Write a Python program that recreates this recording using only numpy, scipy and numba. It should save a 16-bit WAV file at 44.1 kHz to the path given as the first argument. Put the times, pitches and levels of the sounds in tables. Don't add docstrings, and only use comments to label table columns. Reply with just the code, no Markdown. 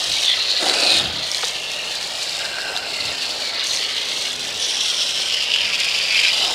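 import sys
import numpy as np
from scipy import signal
from scipy.fft import rfft, irfft
from scipy.io import wavfile
from scipy.ndimage import uniform_filter1d, map_coordinates
from numba import njit

SR = 44100
rng = np.random.default_rng(int(sys.argv[2]) if len(sys.argv) > 2 else 0)


def transcribe(signal):
    frames = np.atleast_2d(signal).T
    limited = np.clip(frames, -1, 1)
    pcm = np.round(limited * 32767).astype(np.int16)
    wavfile.write(sys.argv[1], SR, pcm)


N = 288414

# frequency in Hz, relative level in dB.
SPLASH_SPECTRUM = [(1200, -31), (2200, -18), (2900, -0.5), (3500, 0), (4200, 0.5), (4900, -3.5),
                   (5800, -11), (7500, -36), (12000, -45)]
SPRAY_SPECTRUM = [(3000, -30), (4800, -1.5), (5700, 1), (7000, -2), (8500, -5.5), (10000, -11.5),
                  (11500, -17.5), (13500, -22.5), (15700, -39.5)]
SLOSH_SPECTRUM = [(400, -35), (800, -5), (1100, -4), (1500, -2), (1800, 1), (2150, 3.5), (2700, 3),
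                  (3500, -2.5), (6000, -54)]
MIST_SPECTRUM = [(3000, -19.5), (9000, -4), (15700, -15.5)]

# start in seconds, splash level in dB, fine spray level in dB before a fixed lift.
JET_AIMS = [(0, -22, -31), (.27, -22, -37), (.61, -20, -30.5), (1.03, -25.5, -41), (1.28, -25.5, -31.5),
            (1.52, -28.7, -37.7), (1.88, -27.5, -36), (2.15, -27, -34), (2.48, -29.5, -39),
            (2.97, -27, -36.5), (3.48, -27, -40.5), (3.64, -24, -31), (3.8, -25, -38), (4.07, -25.3, -34.5),
            (4.34, -27.3, -37), (4.59, -25, -35), (5.33, -26, -37.5), (5.72, -23.5, -34.5),
            (6.14, -21, -31.5)]
SHIFT_S = 0.074

# centre in seconds, extra level in dB.
JET_SURGES = [(.97, 1.5), (2.44, 2), (3.6, 4.5), (6.27, 2.5)]
SURGE_S, SURGE_SLOSH = 0.038, 0.7

SLOSH_DB, SLOSH_SHARE = -23.5, 0.52

# time in seconds, spacing of its notches in Hz, strength from 0 to 1.
WET_SURFACE_ECHO = [(.1, 2400, .15), (.75, 3020, 0.31), (1.4, 2500, .16), (2.1, 3000, 0.14),
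                    (2.68, 3220, 0.4), (3.3, 2930, .16), (3.83, 2580, 0.13), (4.7, 2220, 0.14),
                    (5.6, 2064, 0.24), (6.3, 2060, 0.2)]

# time in seconds, delay in seconds.
GROUND_BOUNCE = [(0, 0.0039), (3.8, 0.0045), (4.8, .00372), (5.1, .00372), (6.2, 0.0046)]

# time in seconds, level in dB, mean pitch of the puddles in Hz.
RUNOFF_COURSE = [(0, -38, 640), (1.3, -39, 570), (2.5, -36.5, 640), (3.3, -37, 670), (3.75, -39.5, 526),
                 (6.28, -39, 565), (6.42, -32, 734)]

# frequency in Hz, relative level in dB.
PATTER_SPECTRUM = [(100, -15), (200, -12), (350, -4.5), (600, 0), (800, -0.5), (1000, -6.5), (1500, -9),
                   (3000, -35)]

# frequency in Hz, relative level in dB.
WIND_SPECTRUM = [(20, -32), (35, -11), (50, -7), (85, 0.5), (130, -1.5), (200, -2.5), (320, -6.5),
                 (700, -43)]

# peak time in seconds, peak level in dB, rise and fall time in seconds.
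WIND_GUSTS = [(.11, -41.5, .05), (1.04, -32, 0.067), (1.17, -42, 0.077), (3.08, -40.5, .05),
              (4.48, -47.5, 0.19), (5.66, -47, .1)]
BREEZE_DB = -53

# start in seconds, peak in dB before the water film dulls it, initial ring in Hz.
HARD_SMACKS = [(.235, -4, 3820), (.299, -3, 3590), (.687, -8, 4700), (.697, 0.5, 4000), (.739, -4.5, 4340),
               (.865, -5, 4430), (1.316, -6.5, 5440), (1.347, -4, 4130), (1.382, -11, 4660),
               (1.4425, -9, 3760), (1.447, -7, 4500), (2.029, -16, 5500), (2.228, -10.5, 3960),
               (2.7645, -6.5, 3700), (2.774, -5.5, 4270), (3.67, -10, 6000), (3.763, -7, 5500),
               (3.773, -8, 4100), (4.087, -9, 4500), (4.331, -13, 7000), (5.561, -4.5, 3170)]

# start in seconds, peak in dB before the water film dulls it, initial ring in Hz.
HOLLOW_PLOPS = [(1.4295, -14.5, 1260), (1.4335, -22, 1330), (1.434, -20, 780), (1.4355, -26.5, 450),
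                (2.584, -14.5, 1470), (2.765, -23, 1530)]

# start in seconds, end in seconds, pitch at start in Hz, pitch at end in Hz, level in dB.
RINGING_HOLLOWS = [(0.248, .36, 3640, 3300, -20), (0.287, 0.365, 2040, 2030, -29.5),
                   (0.39, .592, 4100, 4340, -24.5), (0.605, 1.013, 8900, 8700, -35.5),
                   (0.733, 0.96, 2530, 2560, -26), (0.826, 1.014, 4370, 3570, -19.5),
                   (1.53, 1.934, 2790, 2760, -31.5), (2.324, 3.276, 2740, 2770, -34.5),
                   (2.39, 2.86, 1570, 1520, -33.8), (3.2, 4.245, 4300, 4350, -33),
                   (3.423, 3.653, 2396, 1750, -35.5), (3.657, 3.79, 6200, 6100, -32),
                   (3.757, 4.302, 1920, 2250, -37.5), (3.8, 4.303, 2958, 2765, -34.5),
                   (4.585, 5.3, 9500, 8400, -41.5), (6.22, 6.485, 2980, 3040, -26.5)]
HOLLOW_WIDTH = 0.115

# frequency in Hz, width of the first pass in Hz, relative level in dB.
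PANEL_MODES = [(327, 133, -2), (536, 220, -0.5), (695, 190, 3), (1440, 530, 0.5)]
DRUM_START_S, DRUM_END_S, DRUM_DB = 0.59, 1.01, -23
DRUM_ATTACK_S, DRUM_SAG_DB_PER_S, DRUM_RELEASE_S = 0.049, 15.5, 0.14

# time in seconds, mean firing rate in Hz.
MOTOR_RATE = [(2.1, 86.3), (3, 83.66), (4.1, 82.5), (4.6, 83.9), (5.2, 85.75), (5.9, 86.4)]
MOTOR_START_S = 1.34
DRONE_DB, DRONE_DB_PER_HZ = -57, 4.5
OVERTONES_DB, OVERTONES_DB_PER_HZ = -51, 2.5

# time in seconds, main ring in Hz, upper ring in Hz, main ring level in dB.
TYRE_SWEEP = [(4.59, 3460, 5750, -26.5), (5.33, 3040, 5144, -26.5), (5.45, 2920, 4700, -24),
              (5.59, 3000, 4750, -18), (5.67, 2593, 4780, -24), (6.03, 2600, 4800, -25),
              (6.16, 2465, 4780, -19.5), (6.31, 2510, 4800, -21)]
TYRE_WIDTH_HZ, TYRE_UPPER_WIDTH_HZ, TYRE_UPPER_DB = 700, 1050, -27.7

CEILING = 0.85
TOP_HZ = 15750


def undb(db):
    return 10 ** (np.asarray(db) / 20)


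def unit(x):
    return x / np.sqrt(np.mean(x ** 2))


def curves(table):
    s, *columns = np.transpose(table)
    return [np.interp(np.arange(N) / SR, s, c) for c in columns]


def walk(rate):
    k = max(int(SR / rate), 2)
    steps = np.repeat(rng.standard_normal(N // k + 1), k)
    return unit(uniform_filter1d(steps, k)[:N])


def during(start, end, fade_s):
    t = np.arange(N) / SR
    return np.clip(np.minimum(t - start, end - t) / fade_s + 0.5, 0, 1)


def delayed(x, delay_s):
    return map_coordinates(x, [np.arange(N) - SR * delay_s], order=3)


def colour(x, points, size=4096):
    hz, db = np.transpose(points)
    bins = np.maximum(np.arange(size // 2 + 1) * SR / size, 1)
    response_db = np.interp(np.log(bins), np.log(hz), db)
    cepstrum = irfft(np.log(undb(response_db)))
    cepstrum[1:size // 2] *= 2
    cepstrum[size // 2 + 1:] = 0
    impulse_response = irfft(np.exp(rfft(cepstrum)))
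    return unit(signal.fftconvolve(x, impulse_response)[:N])


@njit
def resonate(x, hz, width):
    y, band, low = np.empty(len(x)), 0., 0.
    for i in range(len(x)):
        g, k = np.tan(np.pi * hz[i] / SR), width / hz[i]
        v = (band + g * (x[i] - low)) / (1 + g * (g + k))
        band, low, y[i] = 2 * v - band, low + 2 * g * v, k * v
    return y


def cavity(x, hz, width):
    once = resonate(x, hz, 1. * width)
    return unit(resonate(once, hz, 1. * width))


def drops(rate, spread_db):
    lands = rng.random(N) < rate / SR
    size = undb(spread_db * np.minimum(rng.standard_normal(N), np.e))
    return unit(lands * size * rng.choice([-1, 1], N))


def bubbles(low_hz, high_hz, count, rate, spread_db, cycles, patchy_db):
    out = 0
    for hz in np.geomspace(low_hz, high_hz, count):
        drifting_hz = hz * (1 + 0.038 * walk(9))
        width = hz / (np.pi * cycles)
        ring = resonate(drops(rate, spread_db), drifting_hz, width)
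        out = out + unit(ring) * np.sqrt(hz) * undb(patchy_db * walk(9))
    return unit(out)


def aim():
    starts, *levels = np.transpose(JET_AIMS)
    part = np.searchsorted(starts[1:], np.arange(N) / SR)
    return [uniform_filter1d(db[part], max(int(SHIFT_S * SR), 1)) for db in levels]


def surges():
    t = np.arange(N) / SR
    return sum(db * np.exp(-((t - s) / SURGE_S) ** 2) for s, db in JET_SURGES)


def echo(x):
    spacing_hz, strength = curves(WET_SURFACE_ECHO)
    return (x - strength * delayed(x, 1 / spacing_hz)) / np.sqrt(1 + strength ** 2)


def jet(slugs):
    splash_db, spray_db = aim()
    surge_db = surges()
    splash_db = splash_db + surge_db
    slosh_db = SLOSH_DB + SLOSH_SHARE * splash_db + SURGE_SLOSH * surge_db

    impacts = drops(rate=6000, spread_db=2) * slugs
    fizz = bubbles(2402, 6100, count=12, rate=260, spread_db=0.5, cycles=4.5, patchy_db=1.03) * slugs
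    gurgle = bubbles(855.3, 3020, count=12, rate=260, spread_db=3.0, cycles=7.9, patchy_db=2.0)
    crackle = drops(rate=2500, spread_db=7.5) * slugs * undb(1.1 * walk(120))

    splash = colour(0.71 * impacts + 1.1 * fizz, SPLASH_SPECTRUM)
    spray = colour(0.5 * impacts + crackle + 0.5 * rng.standard_normal(N), SPRAY_SPECTRUM)
    slosh = colour(0.73 * impacts + gurgle, SLOSH_SPECTRUM)
    mist = colour(rng.standard_normal(N) * slugs + 0.5 * crackle, MIST_SPECTRUM)

    bright = splash * undb(splash_db) + spray * undb(spray_db + 1.8)
    heavy = slosh * undb(slosh_db + 3.5)
    return echo(bright) + heavy + mist * undb(0.56 * spray_db - 28.5)


def runoff():
    db, hz = curves(RUNOFF_COURSE)
    hz = hz * (1 + 0.064 * walk(25))
    puddles = resonate(resonate(drops(rate=900, spread_db=3), hz, 280.0), hz, 470.0)
    patter = colour(drops(rate=3000, spread_db=3.5), PATTER_SPECTRUM)
    return unit(patter + unit(puddles)) * undb(db + 1.0 * walk(12))


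def wind():
    t = np.arange(N) / SR
    gusts = sum(undb(db) * np.exp(-np.abs(t - s) / length) for s, db, length in WIND_GUSTS)
    return colour(rng.standard_normal(N), WIND_SPECTRUM) * np.hypot(undb(BREEZE_DB), gusts)


def bursts(table, cycles, crack, crack_s, glide):
    out, t = np.zeros(N), np.arange(SR // 20) / SR
    for s, db, hz in table:
        ring = np.sin(2 * np.pi * hz * t * (1 + glide * t)) * np.exp(-t * hz / cycles)
        noise = crack * rng.standard_normal(len(t)) * np.exp(-t / crack_s)
        burst = resonate(ring + noise, np.full(len(t), 1. * hz), 0.85 * hz)
        i = int(s * SR)
        out[i:i + len(t)] += undb(db) * burst / np.abs(burst).max()
    water_film = signal.butter(3, 9500, fs=SR, output="sos")
    return signal.sosfilt(water_film, out)


def hollows(slugs, fade_s=0.043):
    t, out = np.arange(N) / SR, np.zeros(N)
    impacts = drops(rate=3000, spread_db=5.0) * slugs
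    for start, end, first_hz, last_hz, db in RINGING_HOLLOWS:
        wet = during(start, end, fade_s)
        on = wet > 0
        hz = np.interp(t[on], [start, end], [first_hz, last_hz])
        out[on] += cavity(impacts[on], hz, HOLLOW_WIDTH * first_hz) * wet[on] * undb(db)
    return out


def drumming():
    t = np.arange(N) / SR
    since = np.maximum(t - DRUM_START_S, 0)
    after = np.maximum(t - DRUM_END_S, 0)
    rise = np.minimum(since / DRUM_ATTACK_S, 1)
    return rise * undb(DRUM_DB - DRUM_SAG_DB_PER_S * since) * np.exp(-after / DRUM_RELEASE_S)


def panel():
    modes = 0
    for hz, width, db in PANEL_MODES:
        centre = np.full(N, 1. * hz)
        once = resonate(drops(rate=900, spread_db=2.5), centre, 1. * width)
        modes = modes + undb(db) * unit(resonate(once, centre, 2 * width))
    return unit(modes) * drumming()


def motor(fade_s=0.4):
    hz, = curves(MOTOR_RATE)
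    phase = 2 * np.pi * np.cumsum(hz * (1 + 0.0025 * walk(6))) / SR
    drone = np.sin(2 * phase)
    overtones = np.sin(3 * phase) + 0.7 * np.sin(4 * phase) + 1.4 * np.sin(5 * phase)
    drone_db = DRONE_DB - DRONE_DB_PER_HZ * (hz.max() - hz)
    load_db = OVERTONES_DB - OVERTONES_DB_PER_HZ * (hz - hz.min())
    hum = unit(drone) * undb(drone_db) + unit(overtones) * undb(load_db + 4.5 * walk(3.77))
    return hum * during(MOTOR_START_S, np.inf, fade_s)


def tyre(slugs, fade_s=0.03):
    main_hz, upper_hz, db = curves(TYRE_SWEEP)
    impacts = drops(rate=3000, spread_db=6.5) * slugs
    main = cavity(impacts, main_hz, TYRE_WIDTH_HZ) * undb(db)
    upper = cavity(impacts, upper_hz, TYRE_UPPER_WIDTH_HZ) * undb(TYRE_UPPER_DB)
    return (main + upper) * during(TYRE_SWEEP[0][0], TYRE_SWEEP[-1][0], fade_s)


def scene():
    slugs = undb(0.81 * walk(170) + 1.16 * walk(60))
    smacks = bursts(HARD_SMACKS, cycles=4.7, crack=0.87, crack_s=0.00075, glide=3)
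    plops = bursts(HOLLOW_PLOPS, cycles=3.5, crack=1.6, crack_s=0.0062, glide=4.3)
    water = jet(slugs) + smacks + hollows(slugs) + plops + tyre(slugs)
    water = water + 0.19 * delayed(water, curves(GROUND_BOUNCE)[0])
    return (water + runoff() + wind() + panel() + motor())[None]


def record(dry):
    rounded = dry / (1 + (dry / CEILING) ** 6) ** (1 / 6)
    low_pass = signal.ellip(12, 0.1, 80, TOP_HZ, fs=SR, output="sos")
    return signal.sosfilt(low_pass, rounded)


dry = scene()
out = record(dry)
transcribe(out)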